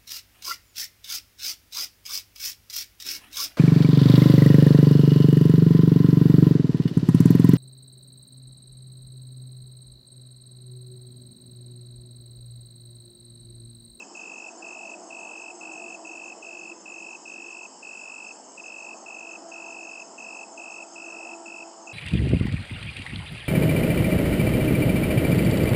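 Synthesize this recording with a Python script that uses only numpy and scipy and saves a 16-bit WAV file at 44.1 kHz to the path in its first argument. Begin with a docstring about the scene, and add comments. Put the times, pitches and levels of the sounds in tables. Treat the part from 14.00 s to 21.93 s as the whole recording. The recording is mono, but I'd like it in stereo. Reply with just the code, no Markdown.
"""A meadow at night: close by, a tree cricket trills in short bouts by scraping its wings together.
Two small crickets pip higher up, and insects in the grass buzz above a far chorus.
Distant traffic murmurs underneath; the roar and hum of its tyres swell and die away."""
import sys
import numpy as np
from scipy import signal
from scipy.fft import next_fast_len
from scipy.io import wavfile
from scipy.ndimage import uniform_filter1d

SR = 44100
rng = np.random.default_rng(int(sys.argv[2]) if len(sys.argv) > 2 else 0)


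def put_to_file(sound):
    """Save the sound as 16-bit audio at rate SR, in the file named by the first command-line argument."""
    columns = np.atleast_2d(sound).T  # one column per channel
    safe = np.clip(columns, -1, 1)
    whole_steps = np.round(safe * 32767)
    wavfile.write(sys.argv[1], SR, whole_steps.astype(np.int16))


N = 349713
TIME = np.arange(N) / SR


def gain_of(db):
    """Turns decibels into a number to multiply by."""
    return 10 ** (np.asarray(db) / 20)


def unit_level(x):
    """Scales a signal to an average size (rms) of one."""
    return x / np.sqrt(np.mean(abs(x) ** 2) + 1e-20)


def at_frequency(points, hz):
    """Looks up a table at the frequencies hz, on a log scale."""
    f, value = np.transpose(points)
    return np.interp(np.log(hz + 1), np.log(f + 1), value)


def at_time(rows, t=TIME):
    """Looks up each column of a table at the times t."""
    s, *columns = np.transpose(rows)
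    return [np.interp(t, s, column) for column in columns]


def drift(width_hz):
    """A random wobble (complex noise) that changes about width_hz times a second."""
    size = next_fast_len(N)
    f = np.fft.fftfreq(size, 1 / SR)
    a, b = rng.standard_normal((2, size))
    spectrum = (a + 1j * b) * np.exp(-(f / width_hz) ** 2)
    return unit_level(np.fft.ifft(spectrum)[:N])


def tone(hz):
    """A pure (complex) tone that follows a pitch curve, given for every sample."""
    return np.exp(2j * np.pi * np.cumsum(hz) / SR)


def place(z, pan_db, lead):
    """Makes a sound stereo: the left side is pan_db louder and lead radians ahead."""
    side = gain_of(pan_db / 2) * np.exp(.5j * lead)
    return np.array([(z * side).real, (z / side).real])


def echoes(x, fade_s, rise_s):
    """Scattered bounces off leaves and ground, dying by 60 dB in fade_s."""
    t = np.arange(SR // 2) / SR
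    taps = rng.standard_normal((2, len(t))) * (rng.random((2, len(t))) < 1 / 20)
    taps *= np.exp(-np.log(1000) * t / fade_s) * np.clip(t / rise_s, 0, 1) ** 2
    taps /= np.linalg.norm(taps, axis=1, keepdims=True)
    return signal.oaconvolve(x, taps, axes=1)[:, :N]


# how much louder the background is on the left: (frequency [Hz], left minus right [dB])
BALANCE = [(60, -1.5), (100, -2), (180, 0.5), (320, 2), (550, 4.5), (960, 7.5), (1670, 3), (2910, 1),
           (5060, -5.5), (8810, 0)]
# how alike its two sides are: (frequency [Hz], likeness [0-1])
LIKENESS = [(30, .78), (150, 1), (700, 0.76), (1300, 0.85), (2100, 0.12), (3500, 0.16), (6000, 0.11),
            (7500, 0.79), (8800, 0.9)]
# how far its left side is ahead: (frequency [Hz], phase [rad])
LEFT_LEAD = [(100, 0.19), (700, 0.33), (1400, 0.95), (2000, 0.29), (2600, 0), (8000, -0.79)]
def wash(spectrum, patchy_db):
    """Noise from all around, with drifting louder and softer patches."""
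    frames, hz = N // 512 + 5, np.fft.rfftfreq(2048, 1 / SR)
    a, b, c, d, patches = rng.standard_normal((5, frames, len(hz)))
    patches = uniform_filter1d(patches, size=12, axis=0)  # smooth over time
    patches = unit_level(uniform_filter1d(patches, size=14, axis=1))  # and over frequency
    same = at_frequency(LIKENESS, hz)
    left = a + 1j * b
    right = same * left + np.sqrt(1 - same ** 2) * (c + 1j * d)
    right *= np.exp(-1j * at_frequency(LEFT_LEAD, hz))
    side = gain_of(at_frequency(BALANCE, hz) / 2)
    colour = gain_of(at_frequency(spectrum, hz) + patchy_db * patches)
    spectra = np.array([left * side, right / side]) * colour
    _, noise = signal.istft(spectra.swapaxes(1, 2), nperseg=2048, noverlap=1536)
    return unit_level(noise[:, :N])


# murmur of far roads: (frequency [Hz], relative level [dB])
MURMUR_SPECTRUM = [(25, -39.5), (60, -44.5), (100, -24), (140, -25.5), (200, -1.5), (300, 0), (520, -2),
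                   (720, -1), (950, -1.5), (1130, -7), (1330, -10), (1600, -13.5), (2300, -20.5),
                   (4000, -43)]
# roar of passing tyres: (frequency [Hz], relative level [dB])
ROAR_SPECTRUM = [(150, -47.5), (250, -10.5), (550, -11.5), (680, 2.5), (830, -0.5), (960, -1.5),
                 (1100, -10.5), (1330, -10.5), (1600, -24), (2300, -37)]
# how the roar swells: (time [s], level [dB])
ROAR_LEVEL = [(0, -54.5), (1, -49), (2, -49), (2.6, -60.5), (3.5, -55.5), (4.4, -58), (5, -48.5),
              (6.4, -50), (7.1, -47), (7.93, -50)]
def far_roads():
    """A steady murmur of traffic, with tyre roar that comes and goes."""
    murmur = gain_of(-50) * wash(MURMUR_SPECTRUM, patchy_db=1.45)
    roar = gain_of(at_time(ROAR_LEVEL)[0]) * wash(ROAR_SPECTRUM, patchy_db=2.5)
    return murmur + roar


def wavering_tones(rows):
    """Bands of noise so narrow that they sound like unsteady notes."""
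    return sum(gain_of(db) * drift(width_hz=width) * tone(np.full(N, hz)) for hz, width, db in rows)


# low hum and higher whine of the first vehicle's tyres: (pitch [Hz], width [Hz], relative level [dB])
FIRST_HUM = [(322.5, 3.5, 2.5), (337.7, 3.5, 1), (349.7, 2.5, 1), (355, 3.5, 2.5)]
FIRST_WHINE = [(649, 18, -6), (674, 9.1, 1), (742, 21, -3.5)]
# how they swell and fade: (time [s], hum gain [dB], whine gain [dB])
FIRST_LEVEL = [(0, -65, -70), (.7, -62, -53), (1.4, -61.5, -55.5), (1.9, -54, -56), (2.55, -61.5, -56),
               (3.4, -60, -86), (4, -70.5, -92), (4.5, -86, -93)]
def first_vehicle():
    """Tyre treads sing on the road to the left and fade about halfway through."""
    hum_db, whine_db = at_time(FIRST_LEVEL)
    hum = gain_of(hum_db) * wavering_tones(FIRST_HUM)
    whine = gain_of(whine_db) * wavering_tones(FIRST_WHINE)
    return place(hum + whine, pan_db=10.5, lead=.2)


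# the second vehicle's tyres: (time [s], tread rate [Hz], hum level [dB], octave level [dB])
SECOND_HUM = [(0, 334, -103, -91.5), (4, 340, -85.5, -69.5), (4.6, 336.6, -62.5, -56),
              (5.1, 335.5, -57, -56), (5.6, 335, -53, -50), (6.2, 335.3, -61, -57),
              (6.6, 333.8, -57.5, -55.5), (7, 335.4, -50.5, -53), (7.5, 335.5, -47.5, -54.5),
              (7.93, 333, -56.5, -54.5)]
def second_vehicle():
    """Later, more tyres hum on the left, pitched at the rate their tread hits the road."""
    hz, hum_db, octave_db = at_time(SECOND_HUM)
    hum = gain_of(hum_db) * tone(hz) * (1 + .44 * drift(width_hz=19))
    octave = gain_of(octave_db) * tone(2 * hz) * (1 + .57 * drift(width_hz=15))
    whine = gain_of(hum_db - 13) * tone(4 * hz) * drift(width_hz=40)
    return place(hum + octave + whine, pan_db=10.5, lead=.2)


# far insects: (frequency [Hz], relative level [dB])
CHORUS_SPECTRUM = [(2000, -42), (2400, -21), (2750, -14.5), (3020, -10), (3350, -22.5), (3900, -28),
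                   (4300, -21), (4700, -10), (5250, -5), (5900, -13.5), (6500, -4.5), (7300, -3.5),
                   (8000, -12), (8900, -29)]
def far_chorus():
    """Many distant insects blur into one high hiss."""
    return gain_of(-51.5) * wash(CHORUS_SPECTRUM, patchy_db=1.95)


def buzz(level, rate_hz, pitch_hz, fall_hz, rasp_hz, duty, rasp):
    """Fast, falling wing strokes; duty is the share of time sounding, rasp the share of noise."""
    rate = rate_hz * (1 + .006 * drift(width_hz=3).real)
    number, cycle = np.divmod(np.cumsum(rate) / SR, 1)
    swell = np.sin(np.pi * np.minimum(cycle / duty, 1))
    fresh = np.exp(2j * np.pi * rng.random(N))[number.astype(int)]  # each stroke starts the wing afresh
    grain = np.sqrt(1 - rasp) * fresh + np.sqrt(rasp) * drift(width_hz=rasp_hz)
    glide = tone(pitch_hz - fall_hz * (cycle / duty - .5))
    return np.sqrt(2) * gain_of(at_time(level)[0]) * unit_level(swell * grain * glide)


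# loudness of three buzzing insects: (time [s], relative level [dB])
LOW_BUZZ = [(0, -64.5), (2.3, -62), (3, -60), (4.4, -58), (5, -59), (6, -58.5), (7.9, -58.5)]
STEADY_BUZZ = [(0, -60.5), (1, -59), (2.3, -61), (3.9, -57), (4.6, -57.5), (5.2, -60.5), (6, -57.5),
               (7.4, -63.5), (7.9, -61)]
FITFUL_BUZZ = [(0, -71), (.8, -60), (1.8, -56), (2.3, -62.5), (2.6, -72), (4.1, -59.5), (4.8, -63),
               (6.05, -74), (6.3, -58), (7.6, -57), (7.9, -74.5)]
def meadow_insects():
    """One lower buzzer deep in the grass and two high ones in the open."""
    low = buzz(LOW_BUZZ, rate_hz=62.3, pitch_hz=5255, fall_hz=99.8, rasp_hz=260, duty=.5, rasp=.44)
    steady = buzz(STEADY_BUZZ, rate_hz=98.6, pitch_hz=7646, fall_hz=798, rasp_hz=460, duty=.8, rasp=.35)
    fitful = buzz(FITFUL_BUZZ, rate_hz=106.6, pitch_hz=7770, fall_hz=847, rasp_hz=460, duty=.7, rasp=.17)
    low = place(low, pan_db=-2, lead=-.33)
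    high = place(steady + fitful, pan_db=-.8, lead=-.58)
    low_echo = gain_of(-7.5) * echoes(low, fade_s=.18, rise_s=.0016)
    high_echo = gain_of(-9.5) * echoes(high, fade_s=.21, rise_s=.0026)
    return gain_of(-2.5) * low + high + low_echo + high_echo


def wing_strokes(times, levels_db, shape, uneven_db, detune):
    """Each wing stroke is a short sliding tone, a little different from the last."""
    song = np.zeros(N, complex)
    for s, db, (loud, sharp) in zip(times, levels_db, rng.standard_normal((len(times), 2))):
        start, end = int((s + shape[0][0]) * SR), int((s + shape[-1][0]) * SR)
        at = np.arange(max(start, 0), min(end, N))
        size, hz = at_time(shape, at / SR - s)
        song[at] += gain_of(db + uneven_db * loud) * size * tone(hz * (1 + detune * sharp))
    return song


# one pip of the wings: (time [s], strength [0-1], pitch [Hz])
PIP_STROKE = [(-.015, 0, 7140), (-.011, .85, 7112), (0, .75, 7092), (.008, 1, 7072), (.011, .7, 7045),
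              (.013, 0, 7010)]
# how fast the pips come: (time [s], rate [strokes/s])
PIP_TEMPO = [(0, 9.809), (1.2, 9.75), (1.7, 9.178), (3.4, 9.732), (5.3, 9.506), (5.8, 9.843), (6.7, 9.617)]
# how loud they are: (time [s], relative level [dB])
PIP_LEVEL = [(0, -51), (.4, -48), (1.1, -54), (1.7, -50), (2.8, -50.5), (3.6, -55.5), (4.5, -53),
             (5.8, -50), (6.3, -54), (7.3, -49.5), (7.93, -50)]
def pip_cricket():
    """Single wing strokes from the right, about ten a second."""
    rate = at_time(PIP_TEMPO)[0] * (TIME >= .076)  # wait for the first pip
    beats = np.cumsum(rate) / SR
    times = TIME[np.flatnonzero(np.diff(np.ceil(beats)))]  # one pip at each new beat
    song = wing_strokes(times, at_time(PIP_LEVEL, times)[0], PIP_STROKE, uneven_db=1.4, detune=.00091)
    song *= 1 + .43 * drift(width_hz=200)
    direct = place(song, pan_db=-8.5, lead=.56)
    return direct + gain_of(-2.5) * echoes(direct, fade_s=.19, rise_s=.0044)


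# runs of double chirps: (first chirp [s], last chirp [s], relative level [dB])
DOUBLE_BOUTS = [(-.009, 3.636, -43.5), (4.277, 7.058, -42.5), (7.826, 7.999, -44)]
# one wing stroke of a chirp: (time [s], strength [0-1], pitch [Hz])
DOUBLE_STROKE = [(-.015, 0, 6410), (-.009, .6, 6448), (0, .95, 6425), (.006, 1, 6355), (.011, .7, 6275),
                 (.015, 0, 6170)]
def double_cricket():
    """Two falling wing strokes to a chirp, nearly six chirps a second."""
    chirp_every_s, second_stroke_s = .1737, .044
    song = np.zeros(N, complex)
    for first, last, db in DOUBLE_BOUTS:
        chirps = np.linspace(first, last, round((last - first) / chirp_every_s) + 1)
        times = np.concatenate([chirps, chirps + second_stroke_s])
        song += wing_strokes(times, np.full(len(times), db), DOUBLE_STROKE, uneven_db=.3, detune=.0019)
    song *= 1 + .22 * drift(width_hz=140)
    direct = place(song, pan_db=2.5, lead=-1.2)
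    return gain_of(-5) * direct + gain_of(-10.5) * echoes(direct, fade_s=.21, rise_s=.0063)


# the tree cricket's trills: (first stroke [s], last stroke [s])
TRILLS = [(-.0146, .0273), (.1563, .4889), (.6291, .9412), (1.1104, 1.5067), (1.6156, 1.9493),
          (2.0551, 2.326), (2.4304, 2.7213), (2.8628, 3.1537), (3.2609, 3.6565), (3.8328, 4.3126),
          (4.582, 4.602), (4.6432, 4.9345), (5.0671, 5.3581), (5.5226, 6.0229), (6.1874, 6.4354),
          (6.5808, 6.8287), (6.9638, 7.3379), (7.464, 7.6294), (7.8776, 7.9184)]
# one closing of the wings, which slow down and then ring out: (time [s], strength [0-1], pitch [Hz])
TRILL_STROKE = [(-.0074, 0, 2720), (-.0056, .46, 2695), (-.0035, .83, 2665), (-.0017, 1, 2642),
                (.001, .95, 2582), (.0035, .75, 2547), (.005, .6, 2570), (.0063, .33, 2525),
                (.008, .14, 2492), (.0105, 0, 2440)]
def tree_cricket():
    """One wing scrapes a row of teeth on the other; each trill starts softly and slows a little."""
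    strokes_per_s, slowing = 48.1, .017
    level_db, soft_start_db = -35.1, -1.2
    waver_s = .00016 * drift(width_hz=8).real
    song = np.zeros(N, complex)
    for first, last in TRILLS:
        progress = np.linspace(0, 1, round((last - first) * strokes_per_s) + 1)
        times = first + (last - first) * (progress - slowing * progress * (1 - progress))
        times += np.interp(times, TIME, waver_s)
        levels_db = level_db + soft_start_db * (progress == 0)
        song += wing_strokes(times, levels_db, TRILL_STROKE, uneven_db=.3, detune=.0015)
    song *= 1 + .016 * drift(width_hz=540)  # the teeth are uneven
    direct = place(song, pan_db=1, lead=.01)
    return direct + gain_of(-16.5) * echoes(direct, fade_s=.34, rise_s=.008)


def scene():
    """Insects far and near over the distant traffic."""
    insects = far_chorus() + tree_cricket() + double_cricket() + pip_cricket() + meadow_insects()
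    return insects + far_roads() + first_vehicle() + second_vehicle()


def record(dry):
    """The recorder cuts off the highest treble steeply."""
    low_pass = signal.firwin(1023, cutoff=8960, window=("kaiser", 9), fs=SR)
    return signal.oaconvolve(dry, low_pass[None], "same", axes=1)


dry = scene()
out = record(dry)
put_to_file(out)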